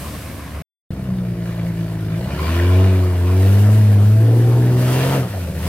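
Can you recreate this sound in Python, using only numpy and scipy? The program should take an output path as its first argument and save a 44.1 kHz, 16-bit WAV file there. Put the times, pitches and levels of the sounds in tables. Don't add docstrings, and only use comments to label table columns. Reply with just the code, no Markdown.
import sys
import numpy as np
from scipy import signal
from scipy.fft import rfft, irfft, next_fast_len
from scipy.io import wavfile
from scipy.ndimage import uniform_filter1d, map_coordinates

SR = 44100
rng = np.random.default_rng(int(sys.argv[2]) if len(sys.argv) > 2 else 0)


def to_wav(s):
    ch = np.atleast_2d(s).T
    pcm = np.round(np.clip(ch, -1, 1) * 32767)
    wavfile.write(sys.argv[1], SR, pcm.astype(np.int16))


N = 250488
TIME = np.arange(N) / SR


def amp(db):
    return 10 ** (np.asarray(db) / 20)


def unit(x):
    return x / np.sqrt(np.mean(x ** 2) + 1e-20)


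def along(points, hz):
    f, value = np.transpose(points)
    return np.interp(np.log(hz + 1), np.log(f + 1), value)


def curves(rows):
    s, *columns = np.transpose(rows)
    return [np.interp(TIME, s, column) for column in columns]


def wobble(rate):
    knots = rng.standard_normal(int(N * rate / SR) + 4)
    return map_coordinates(knots, [TIME * rate])


def filtered(x, response):
    m = next_fast_len(N + SR // 2)
    hz = np.fft.rfftfreq(m, 1 / SR)
    return irfft(rfft(x, m) * response(hz), m)[..., :N]


def turbulence(patchy_db):
    z = signal.stft(rng.standard_normal((2, N)), nperseg=512)[2]
    field = rng.standard_normal(z.shape[1:])
    field = uniform_filter1d(field, size=4, axis=0)
    field = uniform_filter1d(field, size=12, axis=1)
    noise = signal.istft(z * amp(patchy_db * unit(field)), nperseg=512)[1]
    return unit(noise[:, :N])


# f/Hz, correlation [0 to 1]
STEREO_LIKENESS = [(100, .99), (500, 0.89), (1000, 0.78), (2000, 0.68), (4000, 0.34), (14000, 0.19)]


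def spread(pair, colour):
    def mid_side(hz):
        turn = np.arccos(np.clip(along(STEREO_LIKENESS, hz), -1, 1)) / 2
        return amp(along(colour, hz)) * np.array([np.cos(turn), np.sin(turn)])
    mid, side = filtered(pair, mid_side)
    return unit(np.array([mid + side, mid - side]))


# excess strength of its exhaust pulse [ratio], clatter level/dB
CYLINDERS = [(0.35, 4), (-0.32, 5), (0.55, 3.9), (0.38, 3.5), (-0.019, 5.7), (-0.47, 5.5)]
PUFF_DB = 5.5


def puffs(firings):
    cylinder = firings.astype(int) % len(CYLINDERS)
    clatter_db = np.transpose(CYLINDERS)[1][cylinder]
    return unit(amp(clatter_db - PUFF_DB * (firings % 1)))


def uneven_pulses(firings, firing_hz, scatter):
    at = np.flatnonzero(np.diff(np.floor(firings)))
    excess = np.transpose(CYLINDERS)[0]
    pattern = np.resize(excess - excess.mean(), len(at))
    chance = scatter * rng.standard_normal(N // 100)[:len(at)]
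    pulses = np.zeros(N)
    pulses[at] = pattern + chance
    return pulses / np.sqrt(firing_hz)


# t/s, rumble level/dB, roar level/dB, hiss level/dB
FAR_LEVELS = [(0.0, -35, -38, -43.5), (0.214, -37.5, -39, -46.5), (0.61, -36, -38.5, -53.5)]
# f/Hz, level/dB
FAR_RUMBLE = [(20, -29), (38, -11), (62, -8), (85, 2.5), (115, -4), (200, -6.5), (290, -7), (400, -20.5),
              (700, -51.5)]
FAR_ROAR = [(200, -8), (420, 2.5), (640, 7), (860, -4.5), (1060, 5), (1350, -4), (1600, -1), (2700, -6.5),
            (3500, -13), (6000, -19.5), (10000, -54)]
# f/Hz, level/dB
SPRAY = [(1000, 2), (3000, 1), (5000, -0.5), (7200, -2.5), (8500, 1.5), (10000, 0), (12300, 1.5),
         (14000, -2.5), (15800, -6.5)]


def distant_vehicle(drone_hz=73, surge_s=0.574):
    rumble_db, roar_db, hiss_db = curves(FAR_LEVELS)
    firings = np.cumsum(drone_hz * (1 + 0.05 * wobble(8))) / SR
    dab = np.exp(-((TIME - surge_s) / 0.027) ** 2)
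    surge = amp(3.5 + 8.5 * dab)
    drone = surge * np.sin(2 * np.pi * firings) + amp(-1.0) * np.sin(4 * np.pi * firings)
    rumble = drone + amp(4.0) * spread(turbulence(patchy_db=1.0) * puffs(firings), FAR_RUMBLE)
    roar = spread(turbulence(patchy_db=1.5) * puffs(firings), FAR_ROAR)
    hiss = spread(turbulence(patchy_db=0.5), SPRAY)
    return amp(rumble_db) * rumble + amp(roar_db + 1) * roar + amp(hiss_db + 7.5) * hiss


# f/Hz, level/dB
PIPE = [(55, -24), (80, -13.5), (105, -10.5), (122, -11), (150, -20.5), (175, -30.5), (195, -24),
        (212, -24.5), (228, -40), (245, -25.5), (283, -27.5), (300, -35), (322, -36.5), (350, -24.5),
        (380, -26), (420, -38.5), (450, -32.5), (480, -34.5), (560, -76), (620, -39), (670, -35),
        (760, -52), (1100, -61), (1600, -69)]
# f/Hz, level/dB
DRONE = [(140, -12), (165, 2.5), (195, 2), (220, -45), (290, -28), (330, -13.5), (360, -22), (400, -51),
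         (570, -27), (635, -21), (720, -33.5), (800, -39)]
DRONE_DB, DRONE_TOP_HZ, DRONE_FADE_HZ = -28.5, 68.7, 3.2
BLARE_SLOPE, BLARE_PIVOT_DB = 0.22, 4.5


def exhaust_note(firings, firing_hz, load_db, throttle_db, waver_db=0.81, lag=0.79):
    low_revs = 1 / (1 + np.exp((firing_hz - DRONE_TOP_HZ) / DRONE_FADE_HZ))
    blare_db = BLARE_SLOPE * (throttle_db - BLARE_PIVOT_DB)
    note = np.zeros(N)
    for k in range(1, 15):
        upper = k >= 3
        hz = k * firing_hz
        harmonic_waver_db = waver_db * min(k - 1, 4) * wobble(16)
        pipe_db = along(PIPE, hz) + load_db + upper * blare_db + harmonic_waver_db
        drone_db = along(DRONE, hz) + DRONE_DB + 2.4 * wobble(14.3)
        gain = amp(pipe_db) + upper * low_revs * amp(drone_db)
        phase = 2 * np.pi * k * firings - lag * (k - 1) ** 2
        note -= np.sqrt(2) * gain * np.cos(phase)
    return note


def ring(x, colour, size=8192):
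    hz = np.fft.rfftfreq(size, 1 / SR)
    gain = amp(along(colour, hz)) / (1 + (hz / colour[-1][0]) ** 2)
    cepstrum = irfft(np.log(gain))
    cepstrum[1:size // 2] *= 2
    cepstrum[size // 2 + 1:] = 0
    impulse = irfft(np.exp(rfft(cepstrum)))
    return unit(signal.fftconvolve(x, impulse)[:N])


# firing rate f/Hz, burble level/dB,
# growl level/dB at full load, rasp level/dB at wide-open throttle
ROUGHNESS = [(55, -33, -35, -31.5), (66.2, -28.5, -35, -29.5), (80, -28.5, -35.5, -30.5),
             (93, -34.5, -38.5, -29.5), (98.7, -35, -37, -29), (107.1, -32, -36, -31.5),
             (113.7, -31.5, -27, -31.5), (121.2, -28, -26.5, -26), (126.8, -31, -29.5, -33),
             (138.5, -26, -25, -23)]


def at_speed(firing_hz):
    hz, *columns = np.transpose(ROUGHNESS)
    return [np.interp(firing_hz, hz, column) for column in columns]


# f/Hz, level/dB
MUFFLER = [(20, -70.5), (45, -7), (64, -18), (78, 6.5), (110, 1), (145, -2), (185, 6.5), (215, -14),
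           (260, -10), (480, -50), (900, -70.5)]
TAILPIPE = [(100, -53.5), (190, -8), (250, -1.5), (300, 3.5), (345, 0.5), (400, -3.5), (490, -0.5),
            (560, -20.5), (640, -25), (800, -14), (1500, -51)]


def exhaust_burble(firings, firing_hz, burble_db, growl_db):
    muffler = ring(uneven_pulses(firings, firing_hz, scatter=.25), MUFFLER)
    gas = turbulence(patchy_db=0)[0] * puffs(firings)
    pulses = unit(uneven_pulses(firings, firing_hz, scatter=.3))
    tailpipe = ring(pulses + .7 * gas, TAILPIPE)
    return amp(burble_db) * muffler + amp(growl_db) * tailpipe


# f/Hz, level/dB
HALF_ORDERS = [(150, -22), (190, -6), (235, -9), (295, -6.5), (340, -6.5), (410, -12), (450, -8.5),
               (520, -12), (590, -12.5), (660, -23), (750, -12.5), (1000, -29)]


def strain(firings, firing_hz, growl_db, waver_db=2.5):
    total = np.zeros(N)
    for k in np.arange(1.5, 8):
        level_db = growl_db + along(HALF_ORDERS, k * firing_hz) + waver_db * wobble(15)
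        phase = 2 * np.pi * (k * firings + rng.random()) + 0.5 * wobble(12)
        total += amp(level_db) * np.sqrt(2) * np.sin(phase)
    return total


def knocks(firings, firing_hz, t60=0.084):
    t = TIME[:SR // 10]
    reflections = rng.standard_normal(len(t)) * amp(-60 * t / t60)
    pulses = uneven_pulses(firings, firing_hz, scatter=0.2)
    return unit(signal.fftconvolve(pulses, reflections)[:N])


# f/Hz, level/dB
RASP = [(150, -54), (350, -11.5), (520, 0.5), (640, 1), (770, -10), (880, -8.5), (1050, -9), (1400, -12),
        (3000, -39)]
ROAR = [(400, -16), (800, 3), (1100, -2), (1550, 0.5), (1800, 2), (2020, -1.5), (2400, -1), (2900, -4.5),
        (3250, -7.5), (4500, -8), (6000, -16), (9000, -27.5)]


def engine_roar(firings, firing_hz, rasp_db, roar_db):
    rasp = spread(turbulence(patchy_db=4.0) * puffs(firings), RASP)
    roar = spread(turbulence(patchy_db=3.0) * puffs(firings), ROAR)
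    rasp = amp(-0.5) * rasp + amp(-8) * ring(knocks(firings, firing_hz), RASP)
    roar = roar + amp(-6.5) * ring(knocks(firings, firing_hz), ROAR)
    return amp(rasp_db) * rasp + amp(roar_db + 0.22 * wobble(23.74)) * roar


def resonate(x, modes):
    def body(f):
        return sum(amp(db) * 1j * f * w / (c * c - f * f + 1j * f * w) for c, w, db in modes)
    return unit(filtered(x, body))


# f/Hz, width/Hz, level/dB
NOSE_DOWN = [(640, 31, -11.5), (1030, 66, 5.5), (1397, 36, -1.5), (1790, 58, -22.5), (2330, 76, 1.5),
             (2830, 160, -4.5)]
NOSE_UP = [(433, 52, 6), (720, 160, 1), (973, 29, 3.5), (1740, 60, -14.5), (2730, 110, -1), (3020, 170, -8)]


def intake_howl(firings, firing_hz, howl_db, crest_s=3.56):
    gulps = knocks(firings, firing_hz) + amp(2.0) * turbulence(patchy_db=-4.5) * puffs(firings)
    raised = np.clip(TIME - crest_s + .5, 0, 1)
    howl = (1 - raised) * resonate(gulps, NOSE_DOWN) + raised * resonate(gulps, NOSE_UP)
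    return amp(howl_db) * howl


def droplets(per_second, scatter_db, life):
    size_db = scatter_db * np.minimum(rng.standard_normal((2, N)), 2)
    hits = (rng.random((2, N)) < per_second / SR) * amp(size_db)
    energy = signal.lfilter([1], [1, -np.exp(-1 / (life * SR))], hits ** 2)
    return unit(np.sqrt(energy) * rng.standard_normal((2, N)))


SPRAY_DB, SPRAY_SLOPE = -38, 0.67
PLUNGE_S, PLUNGE_RISE_S, PLUNGE_DB = 2.9, 0.58, 5.5


def mud_spray(throttle_db):
    plunged = np.clip((TIME - PLUNGE_S) / PLUNGE_RISE_S, 0, 1)
    spray_db = SPRAY_DB + SPRAY_SLOPE * throttle_db + PLUNGE_DB * plunged
    splats = droplets(per_second=540, scatter_db=-0.5, life=0.0015)
    wet = turbulence(patchy_db=1.5) + amp(-3.0) * splats
    return amp(spray_db + 1.1 * wobble(33)) * spread(wet, SPRAY)


# t/s, level/dB, centre f/Hz
SQUELCHES = [(1.495, -41, 1400), (1.525, -42, 2220), (1.595, -42, 2190), (2.15, -45, 2250),
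             (2.325, -38, 2440), (2.4, -31.5, 1040), (2.49, -32, 1077), (2.6, -29.5, 1870)]


def squelches(width_s=0.01, sharpness=5):
    splats = droplets(per_second=700, scatter_db=3, life=.001)[0]
    grit = turbulence(patchy_db=1)[0] + .5 * splats

    def pocket(hz):
        return unit(filtered(grit, lambda f: 1 / (1 + (sharpness * np.log((f + 1) / hz)) ** 2) ** 2))

    total = np.zeros(N)
    for s, db, hz in SQUELCHES:
        swell = np.exp(-((TIME - s) / width_s) ** 2)
        total += amp(db) * swell * pocket(hz)
    return total


# f/Hz, decay t60/s
FOREST = [(150, 0.31), (10000, 0.16)]


def forest(x):
    hz, t, z = signal.stft(rng.standard_normal((2, SR // 2)), SR, nperseg=256)
    decay = amp(-60 * t / along(FOREST, hz)[:, None])
    tail = signal.istft(z * decay, SR, nperseg=256)[1]
    return signal.fftconvolve(x, tail / np.linalg.norm(tail[0]), axes=1)[:, :N]


# t/s, firing rate f/Hz
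SPEED = [(0.91, 66.5), (1.33, 58.34), (1.89, 55.4), (2.1, 52.8), (2.17, 56.13), (2.41, 75.75), (2.53, 83.8),
         (2.66, 89.24), (2.85, 95.2), (3.21, 87.98), (3.77, 107.2), (3.99, 101.5), (4.36, 116.8),
         (4.88, 125.5), (5.12, 136.4), (5.17, 135.9), (5.27, 116.3), (5.35, 96.1), (5.52, 74.7),
         (5.68, 81.44)]
# t/s, level/dB relative to full load
LOAD = [(0.91, -15.5), (1.4, -16), (2.25, -14.5), (2.5, -5.5), (2.78, 1.5), (3.15, -4.5), (3.45, 0.5),
        (4.1, 0.4), (4.95, -3.5), (5.2, -2.7), (5.29, -20), (5.36, -10.5), (5.52, -14), (5.68, -8)]
# t/s, level/dB relative to wide open
THROTTLE = [(0.91, -18.1), (1.33, -18), (1.5, -13.5), (2.08, -14.5), (2.5, -1.4), (2.85, -4.5),
            (3.15, -10.5), (3.55, -6), (3.98, -12), (4.3, -12), (4.68, -10.5), (4.97, 2), (5.14, -0.4),
            (5.26, -10.5), (5.55, -14), (5.68, -5)]
ROAR_DB, ROAR_SLOPE = -32, 0.87
HOWL_DB, HOWL_SLOPE = -30, 1.56
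RASP_SLOPE = 0.78
GROWL_SLOPE = 0.59
BREAK_START_S, BREAK_END_S, FADE_IN_S = 0.622, 0.905, .002


def scene(lag_ms=0.064):
    (firing_hz,), (load_db,), (throttle_db,) = curves(SPEED), curves(LOAD), curves(THROTTLE)
    firings = np.cumsum(firing_hz) / SR
    burble_db, growl_db, rasp_db = at_speed(firing_hz)
    growl_db = growl_db + GROWL_SLOPE * load_db
    rasp_db = rasp_db + RASP_SLOPE * throttle_db
    roar_db = ROAR_DB + ROAR_SLOPE * throttle_db
    howl_db = HOWL_DB + HOWL_SLOPE * throttle_db

    far = distant_vehicle()
    exhaust = exhaust_note(firings, firing_hz, load_db, throttle_db)
    exhaust = exhaust + exhaust_burble(firings, firing_hz, burble_db, growl_db)
    exhaust = exhaust + strain(firings, firing_hz, growl_db)
    rough = engine_roar(firings, firing_hz, rasp_db, roar_db)
    rough = rough + intake_howl(firings, firing_hz, howl_db)
    rough = rough + mud_spray(throttle_db) + squelches()

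    near = (exhaust + rough + amp(-15.0) * forest(rough)) * amp([[.25], [-.25]])
    near = filtered(near, lambda hz: np.exp(-2j * np.pi * np.outer([0, lag_ms / 1000], hz)))
    fade_in = np.clip((TIME - BREAK_END_S) / FADE_IN_S, 0, 1)
    return far * (TIME < BREAK_START_S) + near * fade_in


TOP_HZ = 15850


def record(dry):
    return filtered(dry, lambda hz: hz < TOP_HZ)


dry = scene()
out = record(dry)
to_wav(out)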